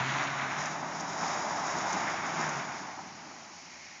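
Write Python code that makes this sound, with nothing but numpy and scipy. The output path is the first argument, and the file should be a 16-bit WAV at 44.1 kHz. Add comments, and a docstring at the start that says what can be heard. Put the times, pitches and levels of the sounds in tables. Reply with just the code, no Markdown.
"""A pickup truck powers through a turn on a loose dirt lot, some way off. From the start its exhaust
drones under the rush of engine air and the roar of tyres churning dirt, and gravel sprays. Soon ruts
knock and single stones clack, while a hollow in the treble slides down. After 2.5 s the throttle
closes and the drone sinks; the truck coasts out over gravel, leaving a faint hiss of wind.
Throughout, the ground reflection hollows the low mids, and a gravel heap and trees return dull echoes."""
import sys
import numpy as np
from scipy import signal
from scipy.fft import rfft, irfft
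from scipy.io import wavfile

SR = 44100
rng = np.random.default_rng(int(sys.argv[2]) if len(sys.argv) > 2 else 0)


def store_wav(level_fs):
    """Save 16-bit WAV to argv[1]."""
    pcm = np.round(np.clip(np.atleast_2d(level_fs), -1, 1) * 32767)
    wavfile.write(sys.argv[1], SR, pcm.T.astype(np.int16))


N = 176400
T = np.arange(N) / SR

# the engine's note: time_s, firing_rate_hz, level_db
ENGINE_NOTE = [(0, 129.6, -37.5), (.15, 138, -41), (.34, 137.8, -45.5), (.49, 135.7, -48),
               (.59, 148.7, -46), (.75, 153.9, -46.5), (1.0, 159, -51.5), (1.35, 165.9, -50.5),
               (2.0, 166.8, -69.5), (2.35, 163.5, -46), (2.57, 143.4, -45), (2.7, 127.6, -64),
               (3.1, 94.1, -72), (4, 79.8, -76.5)]


def from_db(db):
    """Decibels to amplitude gain."""
    return 10 ** (np.asarray(db) / 20)


def rms_one(x):
    """Scale to rms 1."""
    return x / np.sqrt(np.mean(x ** 2) + 1e-20)


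def in_time(rows):
    """Linear interpolation between timed rows; one array per value column."""
    time_s, *columns = np.transpose(rows)
    return [np.interp(T, time_s, column) for column in columns]


def drift(rate_hz):
    """Low-passed noise: a slow random wander of spread 1."""
    pole = np.exp(-80 * np.pi * rate_hz / SR)
    slow = signal.lfilter([1], [1, -2 * pole, pole * pole], rng.standard_normal(N // 40 + 2002))[2000:]
    return np.interp(np.arange(N) / 40, np.arange(len(slow)), rms_one(slow))


def coloured(x, spectrum):
    """Source and filter: impose a spectrum that falls 18 dB an octave beyond its ends; rms 1."""
    hz, db = np.transpose(spectrum)
    bins_hz = np.maximum(np.fft.rfftfreq(N, 1 / SR), 1)
    octaves_outside = np.abs(np.log2(bins_hz / np.clip(bins_hz, hz[0], hz[-1])))
    gain = from_db(np.interp(np.log(bins_hz), np.log(hz), db) - 18 * octaves_outside)
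    return rms_one(irfft(rfft(x) * gain, N))


def grit(per_s, spread_db, share):
    """Shot noise: random impacts carry a share of the power, a wash of finer ones the rest."""
    sizes = from_db(spread_db * np.minimum(rng.exponential(1, N), 5)) * rng.choice([-1, 1], N)
    clicks = rms_one(sizes * (rng.random(N) < per_s / SR))
    return np.sqrt(share) * clicks + np.sqrt(1 - share) * rng.standard_normal(N)


def ring(clicks, hz, t60_s):
    """Damped resonator: each click starts an exponentially decaying sine."""
    radius, angle = from_db(-60 / (t60_s * SR)), 2 * np.pi * hz / SR
    return signal.lfilter([0, np.sin(angle)], [1, -2 * radius * np.cos(angle), radius ** 2], clicks + 1e-18)


def firing_phase(jitter=0.0033):
    """Phase is the integral of frequency, here a slightly unsteady firing rate."""
    rate_hz, _ = in_time(ENGINE_NOTE)
    return 2 * np.pi * np.cumsum(rate_hz * (1 + jitter * drift(7.6))) / SR


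def exhaust(phase, flutter_db=0.9):
    """Periodic firing radiates a harmonic series built on half the firing rate."""
    # exhaust orders: firing_rate_multiple, gain_db
    orders = [(.5, -25), (1, -1.5), (1.5, -18), (2, -12), (3, -25)]
    _, level_db = in_time(ENGINE_NOTE)
    drone = np.zeros(N)
    for multiple, gain_db in orders:
        amplitude = np.sqrt(2) * from_db(level_db + gain_db + flutter_db * drift(9))
        drone += amplitude * np.sin(multiple * phase + 2 * np.pi * rng.random())
    return drone


def air_rush(phase, firing_depth=0.17, flutter_db=1.43):
    """Turbulent air in the engine and its fan, amplitude-modulated by each firing."""
    # strength of the rush: time_s, level_db
    levels = [(0, -34.5), (.085, -34.5), (.16, -32), (.23, -35), (.35, -38), (.44, -35.5), (.51, -37),
              (.6, -36.5), (.8, -45.5), (1.1, -52.5), (1.3, -43), (1.55, -51), (1.8, -46.5), (2.05, -37),
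              (2.2, -40), (2.42, -38), (2.7, -44.5), (3.15, -56), (4, -63.5)]
    # its spectrum: frequency_hz, density_db
    spectrum = [(600, -23), (1000, 0.5), (1400, 2.5), (1800, 1), (2250, 0), (2700, -8.5), (3200, -12.5),
                (3750, -11.5), (4400, -19), (6000, -24)]
    pulsing = rng.standard_normal(N) * (1 + firing_depth * np.sin(phase))
    return coloured(pulsing, spectrum) * from_db(in_time(levels)[0] + flutter_db * drift(15))


def tyres(lump_db=0.5):
    """Impact and friction noise: treads tear up clods, scrape and roll out, all in uneven lumps."""
    # strength of each contact: time_s, level_db
    churn_levels = [(0, -33.5), (.09, -42), (.15, -35), (.5, -39.5), (.59, -36.5), (.68, -38.5),
                    (.95, -37.5), (1.14, -36.5), (1.24, -33), (1.33, -34.5), (1.7, -33), (2.04, -33.5),
                    (2.18, -37.5), (2.48, -33.5), (2.67, -40), (3.07, -49.5), (3.3, -49), (3.55, -54),
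                    (4, -58)]
    scrape_levels = [(0, -38.5), (.17, -43.5), (.3, -45), (.45, -57), (.62, -57), (.8, -65), (1.2, -64)]  # loud while the spinning rear tyres point at the listener
    roll_levels = [(3.2, -77), (3.65, -60), (3.85, -52.5), (4, -56.5)]  # a distant rasp over gravel
    # their spectra: frequency_hz, density_db
    churn_spectrum = [(350, -15.5), (500, -7.5), (650, -2), (820, 1), (1050, -2.5), (1400, -7),
                      (2100, -11.5), (2900, -22.5), (4500, -29.5)]
    scrape_spectrum = [(900, -11.5), (1500, -1.5), (2250, 4.5), (2800, 3), (3600, -2), (4400, -7),
                       (5200, -18)]
    roll_spectrum = [(1200, -18), (1800, 2), (2150, 3.5), (2500, 1), (3200, -16.5)]
    lumps_db = lump_db * drift(23)
    churn = coloured(grit(per_s=1700, spread_db=1.5, share=0.37), churn_spectrum)
    scrape = coloured(grit(per_s=2500, spread_db=6.5, share=0.78), scrape_spectrum)
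    roll = coloured(rng.standard_normal(N), roll_spectrum)
    return (churn * from_db(in_time(churn_levels)[0] + lumps_db)
            + scrape * from_db(in_time(scrape_levels)[0] + lumps_db)
            + roll * from_db(in_time(roll_levels)[0] + lumps_db))


def rumble(lump_db=1):
    """Random vibration of the rolling truck radiates low-frequency noise."""
    # strength of the rumble: time_s, level_db
    levels = [(0, -43), (.12, -44), (.75, -46.5), (1.3, -44.5), (2.03, -42.5), (2.25, -46.5), (2.5, -43.5),
              (2.9, -53), (3.2, -53), (3.55, -60), (4, -63)]
    # its spectrum: frequency_hz, density_db
    spectrum = [(30, -40.5), (55, -28), (76, -14.5), (110, -9.5), (170, 0), (220, -1), (290, -0.5),
                (400, -6), (600, -15), (1000, -27)]
    return coloured(rng.standard_normal(N), spectrum) * from_db(in_time(levels)[0] + lump_db * drift(23))


def gravel_spray(clump_db=1.5):
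    """The impacts of fine grains thrown by the tyres merge into bright shot noise."""
    # strength of the spray: time_s, level_db
    levels = [(0, -46), (.2, -43), (.45, -47), (.62, -41.5), (.82, -46), (1.16, -44.5), (1.22, -38),
              (1.55, -42), (1.94, -41), (2.22, -47), (2.41, -40), (2.6, -47.5), (2.78, -45.5),
              (2.85, -54.5), (3.1, -61), (3.6, -56), (4, -60)]
    # its spectrum: frequency_hz, density_db
    spectrum = [(2500, -21), (3300, -13.5), (3850, -3), (4300, -9.5), (4900, -4), (5500, 0), (6200, -3),
                (6750, 0.5), (7400, -2)]
    grains = coloured(grit(per_s=5000, spread_db=2, share=0.49), spectrum)
    return grains * from_db(in_time(levels)[0] + clump_db * drift(11))


def wind():
    """Turbulence over the lot makes a faint, smooth broadband hiss."""
    # strength of the hiss: time_s, level_db
    levels = [(0, -62), (1, -53.5), (3.1, -50.5), (3.55, -51), (3.9, -50), (4, -51.5)]
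    # its spectrum: frequency_hz, density_db
    spectrum = [(60, -11.5), (150, -7.5), (800, -3), (1400, -11.5), (2150, 1.5), (2800, -5.5), (3500, -8.5),
                (4400, -4.5), (5600, 1), (6300, -1), (7000, -2.5)]
    return coloured(rng.standard_normal(N), spectrum) * from_db(in_time(levels)[0])


def ruts(rise_s=0.013):
    """A wheel striking a rut makes a damped transient: a dull band of noise that swells and dies."""
    # knocks: peak_s, peak_rms_db, centre_hz
    knocks = [(.155, -35, 1090), (1.235, -37, 828), (2.395, -39, 284), (2.741, -43.5, 272),
              (2.877, -40.5, 866), (2.985, -42.5, 880)]
    out = np.zeros(N)
    for peak_s, level_db, centre_hz in knocks:
        age = np.maximum((T - peak_s) / rise_s + 1, 0)  # 1 at the peak
        band = signal.butter(2, [centre_hz / 1.25, centre_hz * 1.25], "band", fs=SR, output="sos")
        body = rms_one(signal.sosfilt(band, rng.standard_normal(N)))
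        out += from_db(level_db) * age * np.exp(1 - age) * body
    return out


def stones(scatter_decay_s=0.010, scatter_db=-10):
    """Impact excitation: each stone rings briefly at one frequency and scatters smaller chips."""
    # stone strikes: start_s, level_db, pitch_hz
    strikes = [(.238, -31, 5200), (.657, -26, 6500), (0.999, -31, 5600), (1.005, -29, 6600),
               (1.903, -32.5, 6600), (1.93, -21, 6750), (2.265, -28, 6800), (2.402, -29, 5600),
               (2.411, -28.5, 6600), (2.492, -25.5, 6500), (2.57, -32, 6700)]
    # spectrum of the chips: frequency_hz, density_db
    spectrum = [(4000, -12.5), (5300, -4), (6700, -0.5), (9000, -4.5)]
    chips = coloured(grit(per_s=2500, spread_db=3.5, share=0.42), spectrum)
    out = np.zeros(N)
    for start_s, level_db, pitch_hz in strikes:
        scatter = (T >= start_s) * np.exp(-np.abs(T - start_s) / scatter_decay_s) * chips
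        clack = ring(np.arange(N) == int(start_s * SR), pitch_hz, t60_s=0.004)
        out += from_db(level_db) * (clack + from_db(scatter_db) * scatter)
    return out


def treble_hollow(x, width_hz=520, depth=0.49):
    """A time-varying filter: a shallow notch glides down as the truck turns."""
    # path of the notch: time_s, centre_hz
    glide = [(0, 5350), (.2, 5260), (.45, 4800), (.7, 4332), (2.4, 4100), (3.2, 3708)]
    centre_hz, = in_time(glide)
    notched, state = np.zeros(N), np.zeros(2)
    for block in np.array_split(np.arange(N), 400):
        hz = centre_hz[block[0]]
        notch = signal.iirnotch(hz, hz / width_hz, fs=SR)
        notched[block], state = signal.lfilter(*notch, x[block], zi=state)
    return x + depth * (notched - x)


def open_lot(x, echo_cutoff_hz=2000, notch_hz=489, width_hz=113, depth=0.58):
    """Far reflections return dull; destructive interference with the ground reflection cuts a dip."""
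    # echoes from the gravel heap and the trees: delay_s, gain_db
    echoes = [(.083, -16.5), (.21, -18.5)]
    dull = signal.sosfilt(signal.butter(2, echo_cutoff_hz, fs=SR, output="sos"), x)
    x = x + sum(from_db(gain_db) * np.interp(T - delay_s, T, dull, left=0) for delay_s, gain_db in echoes)
    notched = signal.lfilter(*signal.iirnotch(notch_hz, notch_hz / width_hz, fs=SR), x)
    return x + depth * (notched - x)


def scene():
    """Superposition of the truck and the wind, heard across the lot."""
    phase = firing_phase()
    truck = exhaust(phase) + air_rush(phase) + tyres() + rumble() + ruts() + gravel_spray() + stones()
    return open_lot(treble_hollow(truck) + wind())[None]


def record(dry):
    """Band limiting: little deep bass; treble cut steeply near 7 kHz, with a faint trace up to 9 kHz."""
    low_hz, top_hz, leak_db, cutoff_hz = 73.4, 6880, -33.5, 9100
    thin = signal.sosfilt(signal.cheby1(5, .5, low_hz, "high", fs=SR, output="sos"), dry)
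    dull = signal.sosfilt(signal.cheby1(10, .3, top_hz, fs=SR, output="sos"), thin)
    ceiling = signal.ellip(10, .3, 80, cutoff_hz, fs=SR, output="sos")
    return signal.sosfilt(ceiling, dull + from_db(leak_db) * thin)


dry = scene()
out = record(dry)
store_wav(out)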